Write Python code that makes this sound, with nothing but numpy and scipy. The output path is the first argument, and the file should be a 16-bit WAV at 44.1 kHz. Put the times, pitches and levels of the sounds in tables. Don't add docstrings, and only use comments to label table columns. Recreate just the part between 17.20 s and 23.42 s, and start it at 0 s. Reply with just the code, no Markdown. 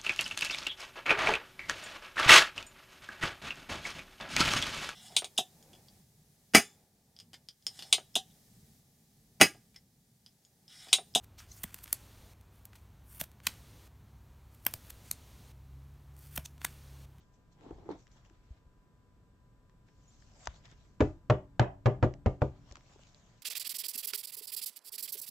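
import sys
import numpy as np
from scipy import signal
from scipy.fft import rfft, irfft, next_fast_len
from scipy.io import wavfile
from scipy.ndimage import uniform_filter1d, map_coordinates

SR = 44100
rng = np.random.default_rng(int(sys.argv[2]) if len(sys.argv) > 2 else 0)


def magnitude_from_level(level_db):
    exponent = np.asarray(level_db, float) / 20
    return 10 ** exponent


def transcribe(u):
    v = np.clip(np.atleast_2d(u).T, -1, 1)
    q = np.round(v * 32767).astype(np.int16)
    wavfile.write(sys.argv[1], SR, q)


N = 274302

# pitch_hz, level_db
WHINE = [(1001, -84), (1200, -93), (1400, -101), (1599, -92), (1798, -97.5), (3601, -106), (5599, -110),
         (5798, -110), (6998, -103), (7499, -104), (8000, -98.5), (13749, -115), (14250, -114),
         (14750, -111)]
# freq_hz, density_db_per_hz
CONVERTER_HISS = [(7000, -38.5), (8800, -14), (10000, -4.5), (14000, -4), (15000, -5), (15300, -58)]
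# freq_hz, density_db_per_hz
AIR = [(11, -36), (18, -1), (49, 0.5), (71, -8.5), (118, -5.5), (269, -18.5), (367, -25), (417, -24),
       (858, -34), (1030, -34), (1470, -36), (1590, -39.5), (1960, -41.5), (7870, -50.5), (8500, -29),
       (11000, -88.5), (18700, -120)]
AIR_DB, RUMBLE_DB = -58, -67
# centre_s, width_s, rise_db
LEANS = [
    (.62, .2, 6.6),
    (3.6, 0.68, 4.2),
    (4.4, .3, 3.3),
    (4.869, 0.2, 16),
    (5.399, 0.17, 6.8),
]
# freq_hz, likeness_0_to_1
ALIKE = [(60, 0.92), (120, 0.96), (240, 0.73), (490, 0.76), (1000, 0.44), (2010, 0.053), (4060, 0.053),
         (8200, 0.42)]
# freq_hz, t60_s
ROOM = [(100, .3), (400, 0.42), (1000, 0.26), (2000, 0.23), (3300, 0.23), (3700, 0.14), (6000, 0.17)]

# freq_hz, density_db_per_hz
CUFF = [(71, -42.5), (120, -16), (242, -10.5), (356, -4), (607, -15.5), (833, -10.5), (944, -15),
        (1800, -37.5), (2340, -43), (3960, -120)]
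# time_s, level_db
DRAG = [
    (0.36, -75),
    (0.456, -52.5),
    (0.582, -60),
    (0.638, -60.5),
    (0.76, -60.5),
    (0.85, -80),
]
# start_s, peak_db, pitch_hz, t60_s
KNOCKS = [(0.463, -38, 265, 0.037), (0.508, -37, 328, 0.071), (0.529, -47, 360, 0.044),
          (0.583, -45, 353, 0.078), (0.656, -50, 337, 0.2), (0.69, -26, 420, 0.03),
          (0.703, -27.5, 321, 0.044), (0.716, -40.5, 289, 0.15), (0.749, -47, 302, 0.087),
          (0.958, -60, 225, 0.053), (1.108, -58.5, 323, 0.066), (5.759, -45.5, 400, 0.025),
          (3.523, -47.5, 291, 0.023), (5.511, -50.5, 190, 0.03), (5.525, -49.5, 574, 0.036),
          (5.572, -54, 563, .04), (5.793, -51.5, 585, .03)]
# start_s, level_db, t60_s
THUMPS = [
    (0.524, -48, 0.071),
    (0.748, -62, 0.089),
    (1.306, -40.5, 0.061),
    (1.464, -50, 0.041),
    (3.28, -40.5, 0.072),
    (5.511, -46, 0.052),
]
THUMP_HZ = 59.7

# start_s, peak_db, pitch_hz, left_over_right_db
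TICKS = [(0.41, -57, 2170, 8), (0.508, -52, 1100, 0), (0.587, -57, 1000, -2), (0.6917, -51, 1300, 12),
         (0.715, -45, 1330, -2), (0.8687, -46, 1540, 3), (0.8775, -51, 1590, -2), (0.917, -60, 5200, 5),
         (1.0498, -58, 1650, 15), (1.0985, -54, 1310, 9), (1.3674, -88, 1600, 1.5),
         (2.4963, -53.5, 1360, 4), (2.6864, -56.5, 1810, 4), (3.023, -56, 1670, 17), (3.257, -41, 7500, 2),
         (3.2721, -17, 1110, 2.5), (3.455, -46, 2950, 3.5), (3.479, -54, 1600, -5), (3.514, -49, 7030, 1),
         (4.939, -40.5, 1740, -3.5), (5.5123, -40, 1697, -5), (5.523, -44.5, 4570, 10),
         (5.5555, -34, 1540, 0), (5.5692, -39, 1560, 2), (5.6086, -52, 1600, -6), (5.792, -50.5, 1680, 1),
         (5.8348, -57, 3630, 17), (5.87, -55, 3260, -7), (5.946, -49, 4730, -4), (6.05, -67, 1342, 0)]
TICK_T60_S = 0.0096
# start_s, level_db, pitch_hz, t60_s
SEAT = [
    (3.271, -33, 953, 0.027),
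    (3.2730, -36, 650, 0.018),
]

# peak_s, rise_s, fall_s, fine_hiss_db, pressure_db (0 skims the film, more squeezes the holder)
STROKES = [(.012, 0.056, 0.12, -77, -3), (.142, 0.027, 0.11, -78, -5), (.324, 0.016, 0.043, -75.5, -4),
           (.438, 0.11, 0.53, -77, 4), (.714, 0.046, 0.06, -73, 9.5), (.792, 0.046, .1, -70, -5),
           (.92, 0.019, 0.16, -75.5, -12), (.97, 0.085, 0.11, -80, 4.5), (1.056, 0.021, 0.058, -74.5, -3.5),
           (1.15, 0.14, 0.04, -90.5, 7), (1.32, 0.35, 0.15, -84, 3), (1.37, 0.018, .05, -92, 9.5),
           (3.365, 0.097, 0.037, -73.5, 1.5), (2.69, 0.034, 0.039, -82, 2), (3.295, 0.014, 0.21, -73, 3),
           (3.46, 0.036, 0.024, -69, 4), (3.518, 0.1, 0.043, -72, 2.5), (3.602, 0.16, 0.3, -75, -1.5),
           (5.36, 0.12, 0.13, -90.5, 11), (5.5, 0.13, 0.11, -72.5, 2), (5.555, 0.013, 0.074, -84, 10.5),
           (5.725, 0.19, 0.061, -67.5, -1.5), (5.83, 0.19, 1, -71, -0.5), (6.113, 0.1, 0.16, -79, -6)]
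FADE_DB = 21.5
SQUEEZE = 1.54
# freq_hz, density_db_per_hz
FINE = [(3000, -22.5), (4500, -10.5), (5500, -4.5), (7200, -5.5), (8500, -1), (9500, -42.5)]
# freq_hz, density_db_per_hz
COARSE = [(1400, -8.5), (2200, -6.5), (3300, -0.5), (4500, -4), (6500, -16)]
# freq_hz, density_db_per_hz
GLOVE = [(350, -28), (600, 7.5), (1200, -0.5), (2200, -1), (3500, -22.5)]
# time_s, friction_db
SLIDE = [
    (2.66, -89),
    (2.868, -72.5),
    (2.934, -71.5),
    (3.142, -70.5),
    (3.262, -59),
    (3.276, -66),
    (3.29, -100),
]
SLIDE_COARSE_DB, SLIDE_GRIP_DB = -5.5, -3
BITE_S, BITE_DB_PER_S = 3.17, 47
# time_s, pitch_hz, level_db
SQUEAK = [
    (2.872, 6560, -93),
    (2.88, 6800, -70),
    (2.9, 7200, -72),
    (2.914, 7500, -78),
]

# start_s, boom_hz, boom_db, boom_t60_s
BOOMS = [
    (3.806, 85, -18, 0.094),
    (3.8213, 98, -8.5, 0.064),
    (4.098, 110, -9, 0.13),
    (4.3955, 113, -8, 0.14),
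    (4.6574, 112, -7, 0.13),
    (4.828, 107, -2, 0.072),
    (5.062, 85.6, -4, 0.061),
    (5.2193, 105, -9, 0.055),
]
BOOM_LAG = .17
# freq_hz, density_db_per_hz
SWAY = [(20, -24), (40, 4.5), (70, 5.5), (110, -5), (200, -47.5)]
SWAY_DB, BELL_DB = -30.5, -53.5
# start_s, panel_db, modes_260_to_350_hz_db, crack_db, crack_t60_s
TAPS = [
    (3.8052, -19.5, -7.5, -19.5, 0.03),
    (3.8216, -30.5, -21.5, -30, 0.016),
    (4.0990, -15.5, -15, -20, 0.046),
    (4.3952, -20, -15.5, -10.5, 0.022),
    (4.6583, -15, -15.5, -21.5, 0.05),
    (4.8270, -17.5, -15.5, -27, 0.073),
    (5.0600, -21.5, -29, -28, 0.041),
    (5.2185, -23, -22.5, -30.5, 0.024),
]
# pitch_hz, level_db, t60_s
PANEL = [(130.4, 1.5, 0.24), (186.4, -13.5, 0.31), (230.9, 1, 0.12), (289, -2.5, 0.12), (327.4, -6.5, 0.23),
         (378, -7.5, 0.26), (417.5, -1.5, 0.17), (490, -2, 0.14), (515.2, -7.5, 0.2), (571.3, 1, 0.11),
         (601.6, -4, 0.23), (676, -14.5, 0.25), (716.3, -4.5, 0.097), (751.4, -13.5, 0.22),
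         (849, -33.5, 0.53), (870, -16.5, 0.18), (953, -17, 0.16), (998, -14, 0.12), (1186, -19.5, 0.22),
         (1330, -37, 0.33), (1500, -35.5, 0.061)]
LOW_PANEL_DB = -0.33
PRESS_GAIN, PRESS_S = 1.34, 0.013
# freq_hz, level_db
EDGE = [(300, -4.5), (800, 18), (2000, 8.5), (3200, -4), (3700, -6.5), (6000, -12), (9000, -11.5)]
# centre_hz, width_hz, level_db
HOLDER = (3080, 930, -11.5)
# start_s, level_db
LEAD_INS = [
    (3.798, -54.5),
    (4.65, -65.5),
    (4.82, -62),
    (5.056, -60),
    (5.21, -58),
]


def unit(x):
    return x / np.sqrt(np.mean(x ** 2) + 1e-20)


def along(points, hz):
    f, v = np.transpose(points)
    return np.interp(np.log(hz + 1), np.log(f + 1), v)


def curves(rows, rest=None):
    s, *cols = np.transpose(rows)
    return [np.interp(np.arange(N) / SR, s, c, rest, rest) for c in cols]


def wobble(rate):
    knots = rng.standard_normal(int(N * rate / SR) + 4)
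    return map_coordinates(knots, [np.arange(N) * rate / SR])


def filtered(x, response):
    n = x.shape[-1]
    m = next_fast_len(n + 8192)
    return irfft(rfft(x, m) * response(np.fft.rfftfreq(m, 1 / SR)), m)[..., :n]


def rush(spectrum, grain_db=0., grain_rate=300):
    pair = rng.standard_normal((2, N)) * magnitude_from_level(grain_db * wobble(grain_rate))

    def mid_side(hz):
        turn = np.arccos(np.clip(along(ALIKE, hz), -1, 1)) / 2
        return magnitude_from_level(along(spectrum, hz)) * [np.cos(turn), np.sin(turn)]

    mid, side = filtered(pair, mid_side)
    return unit(np.array([mid + side, mid - side]))


def add(out, s, sound):
    spot = out[:, round(s * SR):][:, :sound.shape[-1]]
    spot += sound[..., :spot.shape[1]]


def ring(t, hz, t60, attack, lag=0., rough=0., glide=0.):
    steps = np.cumsum(rng.standard_normal(40))
    drift = rough * map_coordinates(steps - steps[0], [t * 60])
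    bent = t + glide * np.log1p(t / 0.022) * t
    phase = 2 * np.pi * hz * bent + drift + np.array([[lag], [-lag]])
    return -np.sin(phase) * magnitude_from_level(-60 * t / t60) * (1 - np.exp(-t / attack))


def room(x):
    hz, t, z = signal.stft(rng.standard_normal((2, SR // 2)), SR, nperseg=256)
    tail = signal.istft(z * magnitude_from_level(-60 * t / along(ROOM, hz)[:, None]), SR, nperseg=256)[1]
    return signal.fftconvolve(np.pad(x, ((0, 0), (200, 0))), tail / np.linalg.norm(tail[0]), axes=1)


def patchy(x, patch_db):
    z = signal.stft(x, nperseg=256)[2]
    field = uniform_filter1d(rng.standard_normal(z.shape[1:]), size=4, axis=0)
    field = uniform_filter1d(field, size=16, axis=1)
    return signal.istft(z * magnitude_from_level(patch_db * unit(field)), nperseg=256)[1][:, :N]


def whine():
    t, lines = np.arange(N) / SR, np.zeros((2, N))
    for hz, db in WHINE:
        phase = 2 * np.pi * (hz * t + rng.random()) + np.array([[.4], [-.4]])
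        lines += magnitude_from_level(db + 6 + .9 * wobble(12)) * np.sin(phase)
    return lines + magnitude_from_level(-94.5) * rush(CONVERTER_HISS)


def air():
    t = np.arange(N) / SR
    swell_db = RUMBLE_DB + sum(db * np.exp(-((t - s) / width) ** 2) for s, width, db in LEANS)
    tone = magnitude_from_level(AIR_DB) * rush(AIR)
    bass = filtered(tone, lambda hz: 1 / (1 + (hz / 300) ** 4))
    return tone + bass * (magnitude_from_level(swell_db - AIR_DB + 5.0) - 1)


def cuff():
    out, t = np.zeros((2, N)), np.arange(SR // 4) / SR
    cloth = rush(CUFF)
    for s, db, hz, t60 in KNOCKS:
        puff = .5 * magnitude_from_level(-60 * t / t60) * (1 - np.exp(-t / 0.0006)) * cloth[:, round(s * SR):][:, :len(t)]
        panel = ring(t, hz, t60, 0.0019, .1, rough=0.07)
        under = .5 * ring(t, 0.65 * hz, 0.3 * t60, 0.0014, 0.36)
        add(out, s, magnitude_from_level(db) * (panel + under + puff))
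    for s, db, t60 in THUMPS:
        add(out, s, -magnitude_from_level(db + 14) * ring(t, THUMP_HZ, t60, 0.0063))
    drag = magnitude_from_level(curves(DRAG, rest=-120)[0] - 2.0)
    return out + drag * rush(CUFF, grain_db=2, grain_rate=42)


def ticks():
    out, t = np.zeros((2, N)), np.arange(SR // 10) / SR
    for s, db, hz, pan_db in TICKS:
        click = magnitude_from_level(-60 * t / TICK_T60_S) * rng.standard_normal((2, len(t)))
        click += 0.33 * click.sum(axis=0)

        def colour(f):
            bright = 0.29 * 1j * f / (900 + 1j * f)
            width = 1j * f * .5 * hz
            return bright + width / (hz * hz - f * f + width)

        snap = magnitude_from_level(db + np.array([[pan_db], [-pan_db]]) / 2) * filtered(click, colour)
        add(out, s, snap)
        add(out, s, magnitude_from_level(-20.0) * room(snap))
    for s, db, hz, t60 in SEAT:
        add(out, s, magnitude_from_level(db) * ring(t, hz, t60, 0.0001, lag=0.36))
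    return out


def gloves():
    t, layers = np.arange(N) / SR, np.zeros((3, N))
    for s, rise, fall, db, press_db in STROKES:
        reach_db = np.interp(t, [s - 3 * rise, s, s + 3 * fall], [-3 * FADE_DB, 0, -3 * FADE_DB])
        layers += magnitude_from_level(db + reach_db + np.array([[0], [press_db], [SQUEEZE * press_db]]))
    slide = magnitude_from_level(curves(SLIDE, rest=-140)[0])
    bite_db = BITE_DB_PER_S * np.minimum(t - BITE_S, 0)
    fine = layers[0] + slide
    coarse = layers[1] + magnitude_from_level(SLIDE_COARSE_DB) * slide
    grip = layers[2] + magnitude_from_level(SLIDE_GRIP_DB + bite_db) * slide
    rub = fine * rush(FINE, grain_db=1.5)
    rub += coarse * rush(COARSE, grain_db=1.5)
    rub += grip * rush(GLOVE, grain_db=1.5)
    squeak_db = curves(SQUEAK, rest=-120)[1] + 6.0
    squeak = magnitude_from_level(squeak_db) * np.sin(2 * np.pi * np.cumsum(curves(SQUEAK)[0]) / SR)
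    return magnitude_from_level(0.73 * wobble(55)) * patchy(rub, patch_db=2.5) + squeak


def table_booms():
    out, t = np.zeros((2, N)), np.arange(SR // 2) / SR
    legs = rush(SWAY)
    for s, hz, db, t60 in BOOMS:
        boom = magnitude_from_level(db) * ring(t, hz, t60, attack=0.0051, lag=BOOM_LAG, rough=0.36, glide=0.043)
        swing = magnitude_from_level(SWAY_DB - 3 - 60 * t / 0.36) * (1 - np.exp(-t / 0.0026))
        sway = swing * legs[:, round(s * SR):][:, :len(t)]
        bell = magnitude_from_level(BELL_DB) * ring(t, 282, 1.0, attack=.01, rough=0.18)
        add(out, s, boom + sway + bell)
    return out


def panel_rings():
    out, t = np.zeros((2, N)), np.arange(SR // 2) / SR
    press = 1 + PRESS_GAIN * np.exp(-t / PRESS_S)
    for s, edge_db, middle_db, _, _ in TAPS:
        panel_db = [edge_db + LOW_PANEL_DB, middle_db, edge_db]
        for hz, db, t60 in PANEL + PANEL:
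            scatter_db = rng.normal(0, 1.84, (2, 1)) + rng.normal(0, 1.59)
            level = magnitude_from_level(db - 10.0 + panel_db[(hz > 260) + (hz > 350)] + scatter_db)
            lag = hz / 3500 * rng.normal()
            add(out, s, level * press * ring(t, hz * rng.normal(1, 0.0162), t60, 0.0011, lag, rough=hz / 420))
    return out


def edge_cracks():
    out, t = np.zeros((2, N)), np.arange(SR // 2) / SR
    centre, width, hollow_db = HOLDER

    def hollow(f):
        return magnitude_from_level(hollow_db) * 1j * f * width / (centre ** 2 - f * f + 1j * f * width)

    def edge(hz):
        return magnitude_from_level(along(EDGE, hz))

    for s, _, _, crack_db, crack_t60 in TAPS:
        burst = magnitude_from_level(-60 * t / crack_t60) * rng.standard_normal((2, len(t)))
        burst += 0.74 * burst.sum(axis=0)
        late = lambda hz: edge(hz) * np.exp(-2j * np.pi * hz * 0.001034)
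        crack = magnitude_from_level(crack_db - 7.5) * filtered(burst, late)
        echo = room(crack[:, :SR // 10])
        add(out, s, crack)
        add(out, s, magnitude_from_level(-14.5) * echo + filtered(echo, hollow))
    for s, db in LEAD_INS:
        add(out, s, magnitude_from_level(db) * unit(filtered(rng.standard_normal((2, SR // 150)), edge)))
    return out


def scene():
    taps = table_booms() + panel_rings() + edge_cracks()
    return (air() + cuff() + ticks() + gloves() + taps) * magnitude_from_level([[.4], [-.4]])


def low_pass(x):
    return signal.sosfilt(signal.butter(12, 15000, fs=SR, output="sos"), x)


def record(dry):
    clipped = dry / (1 + np.abs(dry / 0.15) ** 8) ** (1 / 8)
    band = signal.sosfilt(signal.cheby2(10, 55, 9000, fs=SR, output="sos"), clipped)
    tilted = filtered(band, lambda hz: 1j * hz / (38 + 1j * hz))
    limited = tilted / (1 + np.abs(tilted / 0.24) ** 8) ** (1 / 8)
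    return low_pass(limited + whine())


dry = scene()
out = record(dry)
transcribe(out)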